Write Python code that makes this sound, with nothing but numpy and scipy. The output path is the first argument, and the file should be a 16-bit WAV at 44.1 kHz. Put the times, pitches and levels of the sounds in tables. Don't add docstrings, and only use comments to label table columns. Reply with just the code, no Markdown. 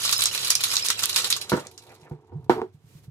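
import sys
import numpy as np
from scipy import signal
from scipy.io import wavfile

SR = 44100
rng = np.random.default_rng(int(sys.argv[2]) if len(sys.argv) > 2 else 0)


def to_wav(sig):
    pcm = np.clip(np.atleast_2d(sig), -1, 1) * 32767
    pcm = np.round(pcm).astype(np.int16)
    wavfile.write(sys.argv[1], SR, pcm.T)


N = 136710
TIME = np.arange(N) / SR

# start in seconds, relative crack level in dB, crack pitch in Hz,
# relative level of the shell ring in dB.
ICE_STRIKES = [(0.0929, -13.5, 4070, -23.5), (0.1265, -11.5, 4840, -19), (0.2073, -14, 7140, -33),
               (0.22, -17, 5150, -15), (0.238, -12, 9600, -36.5), (0.2564, -8, 6460, -20.5),
               (0.3767, -18.5, 4700, -35), (0.5018, -16, 5700, -12), (0.5037, -7, 5850, -25.5),
               (0.518, -18.5, 5360, -32.5), (0.5527, -8.5, 6900, -20.5), (0.637, -14.5, 6100, -13),
               (0.7025, -53.5, 5000, -31.5), (0.756, -15.5, 5900, -30.5), (0.767, -9.5, 5270, -31.5),
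               (0.8851, -13, 6560, -26), (0.902, -11.5, 4760, -15.5), (1.0328, -23, 9500, -17),
               (1.0371, -14, 4320, -48), (1.0938, -21.5, 5600, -19.5), (1.1603, -16.5, 5200, -13.5),
               (1.165, -13.5, 5500, -26), (1.244, -53, 4900, -17), (1.3026, -16.5, 6000, -15),
               (1.3258, -8.5, 4180, -27.5), (1.364, -27, 5350, -23.5), (1.414, -34.5, 5300, -25.5),
               (1.4957, -25.5, 5500, -24), (1.6687, -31, 6750, -66), (1.7774, -37, 6850, -39.5)]
# frequency in Hz, relative density in dB per Hz.
SHELL_SPECTRUM = [(150, -38.5), (350, -23.5), (800, -25.5), (1150, -7.5), (1900, -12), (3000, -6),
                  (4400, -1.5), (7000, -6), (10000, -4.5), (13000, -5.5), (16000, -32.5)]


def from_db(db):
    return 10 ** (np.asarray(db) / 20)


def rms_one(x):
    return x / np.sqrt(np.mean(x ** 2) + 1e-20)


def level(rows):
    return from_db(np.interp(TIME, *np.transpose(rows)))


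def at_hz(points, hz):
    table_hz, values = np.transpose(points)
    return np.interp(np.log(hz), np.log(table_hz), values)


def clicks(times, db):
    out = np.zeros(N)
    samples = np.clip((np.atleast_1d(times) * SR).astype(int), 0, N - 1)
    np.add.at(out, samples, from_db(db))
    return out


def soften(x, hz, order=2):
    low_pass = signal.butter(order, min(hz, SR / 3), fs=SR, output="sos")
    return signal.sosfilt(low_pass, x + 1e-18)


def high_pass(x, hz, order=2):
    return signal.sosfilt(signal.butter(order, hz, "high", fs=SR, output="sos"), x)


def ring(x, hz, t60):
    r = from_db(-60 / (t60 * SR))
    w = 2 * np.pi * hz / SR
    return signal.lfilter([0, np.sin(w)], [1, -2 * r * np.cos(w), r * r], x + 1e-18)


def struck(force, modes):
    return sum(from_db(db) * high_pass(ring(force, hz, t60), hz / 2, order=1) for hz, db, t60 in modes)


def noise(spectrum, t60s=None, patchy_db=0):
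    # frequency in Hz, left-right correlation from 0 to 1.
    likeness = [(100, 0.94), (400, 0.57), (1000, .45), (3000, 0.12), (12000, 0.32)]
    size = N if t60s is None else SR // 2
    edges = 28 * 2 ** (np.arange(29) / 3)
    out, start = 0, 0
    white = rng.standard_normal((2, 2, size + SR // 10))
    for k, (low, high) in enumerate(zip(edges, edges[1:])):
        band_pass = signal.butter(2, [low, high], "band", fs=SR, output="sos")
        mid, side = signal.sosfilt(band_pass, white[k % 2])[:, -size:]
        hz = np.sqrt(low * high)
        alike = np.clip(at_hz(likeness, hz), 0, 1)
        stereo = np.sqrt(1 + alike) * mid + np.sqrt(1 - alike) * side * [[1], [-1]]
        band = from_db(at_hz(spectrum, hz) + patchy_db * rng.uniform(-1, 1)) * stereo
        start = start + band
        if t60s is not None:
            band = band * from_db(-60 * TIME[:size] / at_hz(t60s, hz))
        out = out + band
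    return out / start.std()


def through(x, response):
    return signal.fftconvolve(np.atleast_2d(x), response, axes=1)[:, :N]


def room_response():
    # frequency in Hz, relative density in dB per Hz.
    spectrum = [(5000, 4.5), (15000, -5)]
    # frequency in Hz, decay time t60 in seconds.
    decay = [(5000, 0.14), (14000, 0.066)]
    tail = noise(spectrum, decay)
    return tail / np.sqrt(np.sum(tail ** 2) / 2)


def wall_spots():
    # frequency in Hz, decay time t60 in seconds.
    decay = [(500, 0.083), (4000, 0.13), (14000, 0.077)]
    return [noise(SHELL_SPECTRUM, decay, patchy_db=7.5) for _ in range(8)]


def clack_response():
    # frequency in Hz, relative density in dB per Hz.
    spectrum = [(300, -4.5), (1200, 7.5), (2500, -8.5), (4500, -13.5), (7000, -22), (14000, -26.5)]
    # frequency in Hz, decay time t60 in seconds.
    decay = [(1000, 0.17), (10000, 0.26)]
    return noise(spectrum, decay)


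def on_wall(times, db, spots):
    count = len(spots)
    return sum(through(clicks(times[k::count], db[k::count]), spot) for k, spot in enumerate(spots))


def shell_modes(times, db, spread_db=4):
    # frequency in Hz, relative level in dB, decay time t60 in seconds.
    modes = [(1081, -19.5, .15), (2885, -9, .17), (3460, -10, .17), (4020, 0, .2), (4500, -4, 0.1),
             (4084, 0, 0.13), (7220, -2.5, 0.081)]
    chance = spread_db * rng.standard_normal((len(times), len(modes)))
    return sum(ring(clicks(times, db + mode_db + chance[:, k]), hz, t60)
               for k, (hz, mode_db, t60) in enumerate(modes))


def room_floor():
    # frequency in Hz, relative density in dB per Hz.
    spectrum = [(40, -0.5), (150, -9.5), (350, 1), (800, -8), (3000, -15), (15000, -40)]
    return from_db(-69) * noise(spectrum)


def rumble():
    # time in seconds, relative level in dB.
    loudness = [(0, -48), (1.4, -52.5), (2.25, -64), (2.4, -42), (2.8, -59.5), (3.1, -46.5)]
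    # frequency in Hz, relative density in dB per Hz.
    spectrum = [(30, 1.5), (65, -1.5), (100, 10), (135, 4.5), (190, -16), (400, -19.5), (1500, -52.5)]
    return level(loudness) * noise(spectrum)


def clinks():
    per_s, low_hz, high_hz, t60_s = 260, 2297, 7530, 0.035
    out, t = np.zeros((2, N + SR)), TIME[:SR // 10]
    for when, pitch, size, *phases in rng.random((int(per_s * N / SR), 5)):
        hz = low_hz * (high_hz / low_hz) ** pitch
        i = int(when * N)
        tone = np.sin(2 * np.pi * (hz * t + np.c_[phases]))
        out[:, i:i + len(t)] += tone * from_db(-12 * size - 60 * t / t60_s)
    return rms_one(out[:, :N])


def tumble(spots):
    # time in seconds, relative level in dB.
    loudness = [(0, -26), (.32, -26.5), (.45, -27), (.6, -28.5), (.68, -28), (.83, -25), (.96, -31),
                (.99, -24.5), (1.08, -33), (1.12, -25), (1.22, -26), (1.38, -39), (1.47, -47), (1.53, -34),
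                (1.68, -58), (1.93, -56.5), (2.17, -78.5)]
    chips_per_s, chip_spread_db = 450, 5.5
    clumps_per_s, clump_db = 45, 4
    clink_db, modes_db = -8, -9
    when, chance = rng.random((2, N))
    born = when < chips_per_s / SR
    size = np.minimum(-np.log(1 - chance), 3.5)
    s, db = TIME[born], chip_spread_db * size[born]
    knots = np.arange(0, N / SR, 1 / clumps_per_s)
    db = db + np.interp(s, knots, clump_db * rng.uniform(-1, 1, len(knots)))
    patter = rms_one(on_wall(s, db, spots))
    modes = rms_one(shell_modes(s, db))
    return level(loudness) * (patter + from_db(clink_db) * clinks() + from_db(modes_db) * modes)


def grains(strengths, low_hz, high_hz, cycles, count=18):
    dealt = rng.integers(0, count, N)
    pitches = np.geomspace(low_hz, min(high_hz, SR / 2.2), count)
    return sum(ring(strengths * (dealt == k), hz, cycles / hz) for k, hz in enumerate(pitches))


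def slosh(room):
    # time in seconds, relative level in dB.
    loudness = [(1.2, -49.5), (1.25, -35), (1.3, -52.5), (1.66, -45), (1.76, -78), (1.92, -46), (1.99, -61),
                (2.07, -48), (2.2, -75), (2.4, -105)]
    bubbles_per_s, low_hz, high_hz = 900, 404, 2580
    born = (rng.random(N) < bubbles_per_s / SR) * rng.standard_normal(N)
    bubbles = grains(born, low_hz, high_hz, cycles=12)
    return level(loudness) * rms_one(bubbles + 0.5 * through(bubbles, room))


def cracks():
    rise_s, t60_s = 0.00096, 0.0074
    scatter = 0.77
    edge_ratio = 1 + 0.91 / 2
    splinter_db, crack_db = -10, -1.5
    out, t = np.zeros((2, N + SR)), TIME[:SR // 40]
    shape = (1 - np.exp(-t / rise_s)) * from_db(-60 * t / t60_s)
    for s, db, hz, _ in ICE_STRIKES:
        white = rng.standard_normal((3, len(t)))
        raw = shape * (np.sqrt(1 - scatter) * white[0] + np.sqrt(scatter) * white[1:])
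        edges = [hz / edge_ratio, min(hz * edge_ratio, SR / 2.2)]
        pitched = signal.sosfilt(signal.butter(2, edges, "band", fs=SR, output="sos"), raw)
        crack = pitched + from_db(splinter_db) * high_pass(raw, hz / 2, order=1)
        onset_rms = crack[:, :SR // 500].std()
        i = int(s * SR)
        out[:, i:i + len(t)] += crack / onset_rms * from_db(db + crack_db)
    return out[:, :N]


def ice(spots, room):
    # start in seconds, relative level in dB.
    ping_rows = [(0.047, -23), (0.164, -19.5), (.552, -23), (.704, -25), (.826, -21.5), (1.16, -28)]
    # frequency in Hz, relative level in dB, decay time t60 in seconds.
    cap_modes = [(5135, 0, .11), (5230, -1, .1)]
    crack_room_db, shell_db, modes_db = -6, -0.5, -13
    s, _, _, ring_db = np.transpose(ICE_STRIKES)
    crack = cracks()
    rings = on_wall(s, ring_db + shell_db, spots) + shell_modes(s, ring_db + modes_db)
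    catches = clicks(*np.transpose(ping_rows))
    pings = sum(from_db(db) * ring(catches, hz, t60) for hz, db, t60 in cap_modes)
    return crack + from_db(crack_room_db) * through(crack, room) + rings + pings


def snaps():
    # start in seconds, relative level in dB.
    snap_rows = [(0.114, -9), (0.1804, -9), (0.207, -15), (0.4803, -13.5), (0.612, -14), (.866, -11),
                 (1.033, -14), (1.057, -3.5)]
    t60_s, low_hz = 0.0039, 5500
    t = TIME[:SR // 100]
    burst = rng.standard_normal((2, len(t))) * from_db(-60 * t / t60_s)
    burst = high_pass(burst, low_hz)
    return through(clicks(*np.transpose(snap_rows)), 2 * burst / np.abs(burst).max())


def thumps(room, clack):
    # start in seconds, relative level in dB, contact brightness (low-pass corner) in Hz.
    thump_rows = [(1.519, -10.5, 1920), (1.529, -2.5, 437), (1.575, -20, 1840)]
    # frequency in Hz, relative level in dB, decay time t60 in seconds.
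    modes = [(351, -8, 0.06), (412, -11, .08), (508, -7.5, 0.05), (626, -3.5, 0.028), (951, 2.5, 0.012),
             (1356, -1.5, 0.012)]
    room_db, clack_db = -4.5, -20.5
    force = sum(soften(clicks(s, db), hz, order=3) for s, db, hz in thump_rows)
    body = struck(force, modes)
    s, db, _ = np.transpose(thump_rows)
    return body + from_db(room_db) * through(body, room) + through(clicks(s, db + clack_db), clack)


def bumps():
    # start in seconds, relative level in dB.
    bump_rows = [(1.522, -17), (2.023, -42.5), (2.112, -24), (2.503, -27.5), (2.743, -40.5), (2.841, -41.5),
                 (2.951, -36), (3.077, -34)]
    # frequency in Hz, relative level in dB, decay time t60 in seconds.
    sway_modes = [(85, -7, 0.053), (125, -11.5, 0.23), (148.8, 1.5, 0.16)]
    force = soften(clicks(*np.transpose(bump_rows)), hz=167)
    return sum(from_db(db) * ring(force, hz, t60) for hz, db, t60 in sway_modes)


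def settling():
    # start in seconds, relative level in dB.
    taps = [(1.713, -42.5), (1.837, -50), (1.918, -50), (1.95, -47), (2.049, -59), (2.096, -53),
            (2.443, -55), (2.459, -69)]
    t60_s = 0.038
    return through(clicks(*np.transpose(taps)), noise(SHELL_SPECTRUM, [(1000, t60_s)]))


def knocks(room, clack):
    # start in seconds, relative level in dB, contact brightness (low-pass corner) in Hz,
    # lingering share in dB.
    knock_rows = [(2.111, -31.5, 698, 1.5), (2.319, -40, 787, 6), (2.496, 0, 900, -10),
                  (2.508, -13, 592, -6), (2.616, -23, 797, -1.5)]
    # frequency in Hz, relative level in dB, t60 in seconds.
    table_modes = [(300, -20.5, .035), (367, -2, 0.073), (451, -4.5, .05), (698, -4, 0.012),
                   (784, -5.5, 0.023), (900, -3, 0.019), (1510, -9, .02)]
    low_hz = 240
    clack_db, clack_growth = -20, 1.1
    blows = [struck(soften(clicks(s, db), hz, order=3), table_modes) for s, db, hz, _ in knock_rows]
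    blows = high_pass(np.array(blows), low_hz)
    s, db, _, tail_db = np.transpose(knock_rows)
    tail = through(from_db(tail_db) @ blows, room)
    return sum(blows) + tail + through(clicks(s, clack_db + clack_growth * db), clack)


def groan():
    # time in seconds, pitch in Hz, relative level in dB.
    glide = [(2.296, 69.2, -48), (2.345, 105, -32), (2.361, 147.6, -24), (2.4, 152, -37), (2.43, 140, -66)]
    s, hz, db = np.transpose(glide)
    tone = np.sin(2 * np.pi * np.cumsum(np.interp(TIME, s, hz)) / SR)
    return tone * from_db(np.interp(TIME, s, db)) * (TIME > s[0]) * (TIME < s[-1])


def rocking():
    # time in seconds, relative level in dB.
    loudness = [(2.51, -55), (2.535, -32.5), (2.6, -29), (2.625, -33), (2.7, -71)]
    # frequency in Hz, relative level in dB, decay time t60 in seconds.
    rim_modes = [(377, -2, 0.13), (436.6, 0, .11), (756, 0.5, 0.029), (910, 0, 0.03)]
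    # start in seconds, relative level in dB.
    base_drop = (2.617, -18.5)
    touches_per_s = 500
    touches = (rng.random(N) < touches_per_s / SR) * rng.choice([-1, 1], N)
    roll = sum(from_db(db) * ring(touches, hz, t60) for hz, db, t60 in rim_modes)
    return level(loudness) * rms_one(roll) + struck(clicks(*base_drop), rim_modes)


def rustle():
    # time in seconds, relative level in dB.
    loudness = [(2.7, -95.5), (2.74, -63.5), (2.79, -76.5), (2.89, -58), (2.99, -55), (3.02, -66.5),
                (3.045, -53), (3.1, -79)]
    # frequency in Hz, relative density in dB per Hz.
    spectrum = [(200, 15.5), (800, 1.5), (4000, 1.5), (15000, -1)]
    return level(loudness) * noise(spectrum)


def scene():
    left_db, right_db, right_lag_s = -3.5, -0.72, 0.000136
    dip_hz, dip_share = 9050, 0.23
    spots, room, clack = wall_spots(), room_response(), clack_response()
    background = room_floor() + rustle()
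    shaker = tumble(spots) + slosh(room) + ice(spots, room) + snaps() + thumps(room, clack) + settling()
    table = rumble() + bumps() + knocks(room, clack) + groan() + rocking()
    left, right = background + table + shaker
    left = left - dip_share * signal.lfilter(*signal.iirpeak(dip_hz, 2, fs=SR), left)
    right = np.interp(TIME - right_lag_s, TIME, right)
    return np.array([from_db(left_db) * left, from_db(right_db) * right])


def record(dry):
    low_hz, top_hz, stop_hz = 83.7, 13940, 16500
    heard = high_pass(dry, low_hz, order=3)
    heard = signal.sosfilt(signal.butter(4, top_hz, fs=SR, output="sos"), heard)
    steep = signal.cheby2(14, 60, stop_hz, fs=SR, output="sos")
    return signal.sosfilt(steep, np.clip(heard, -1, 1))


dry = scene()
out = record(dry)
to_wav(out)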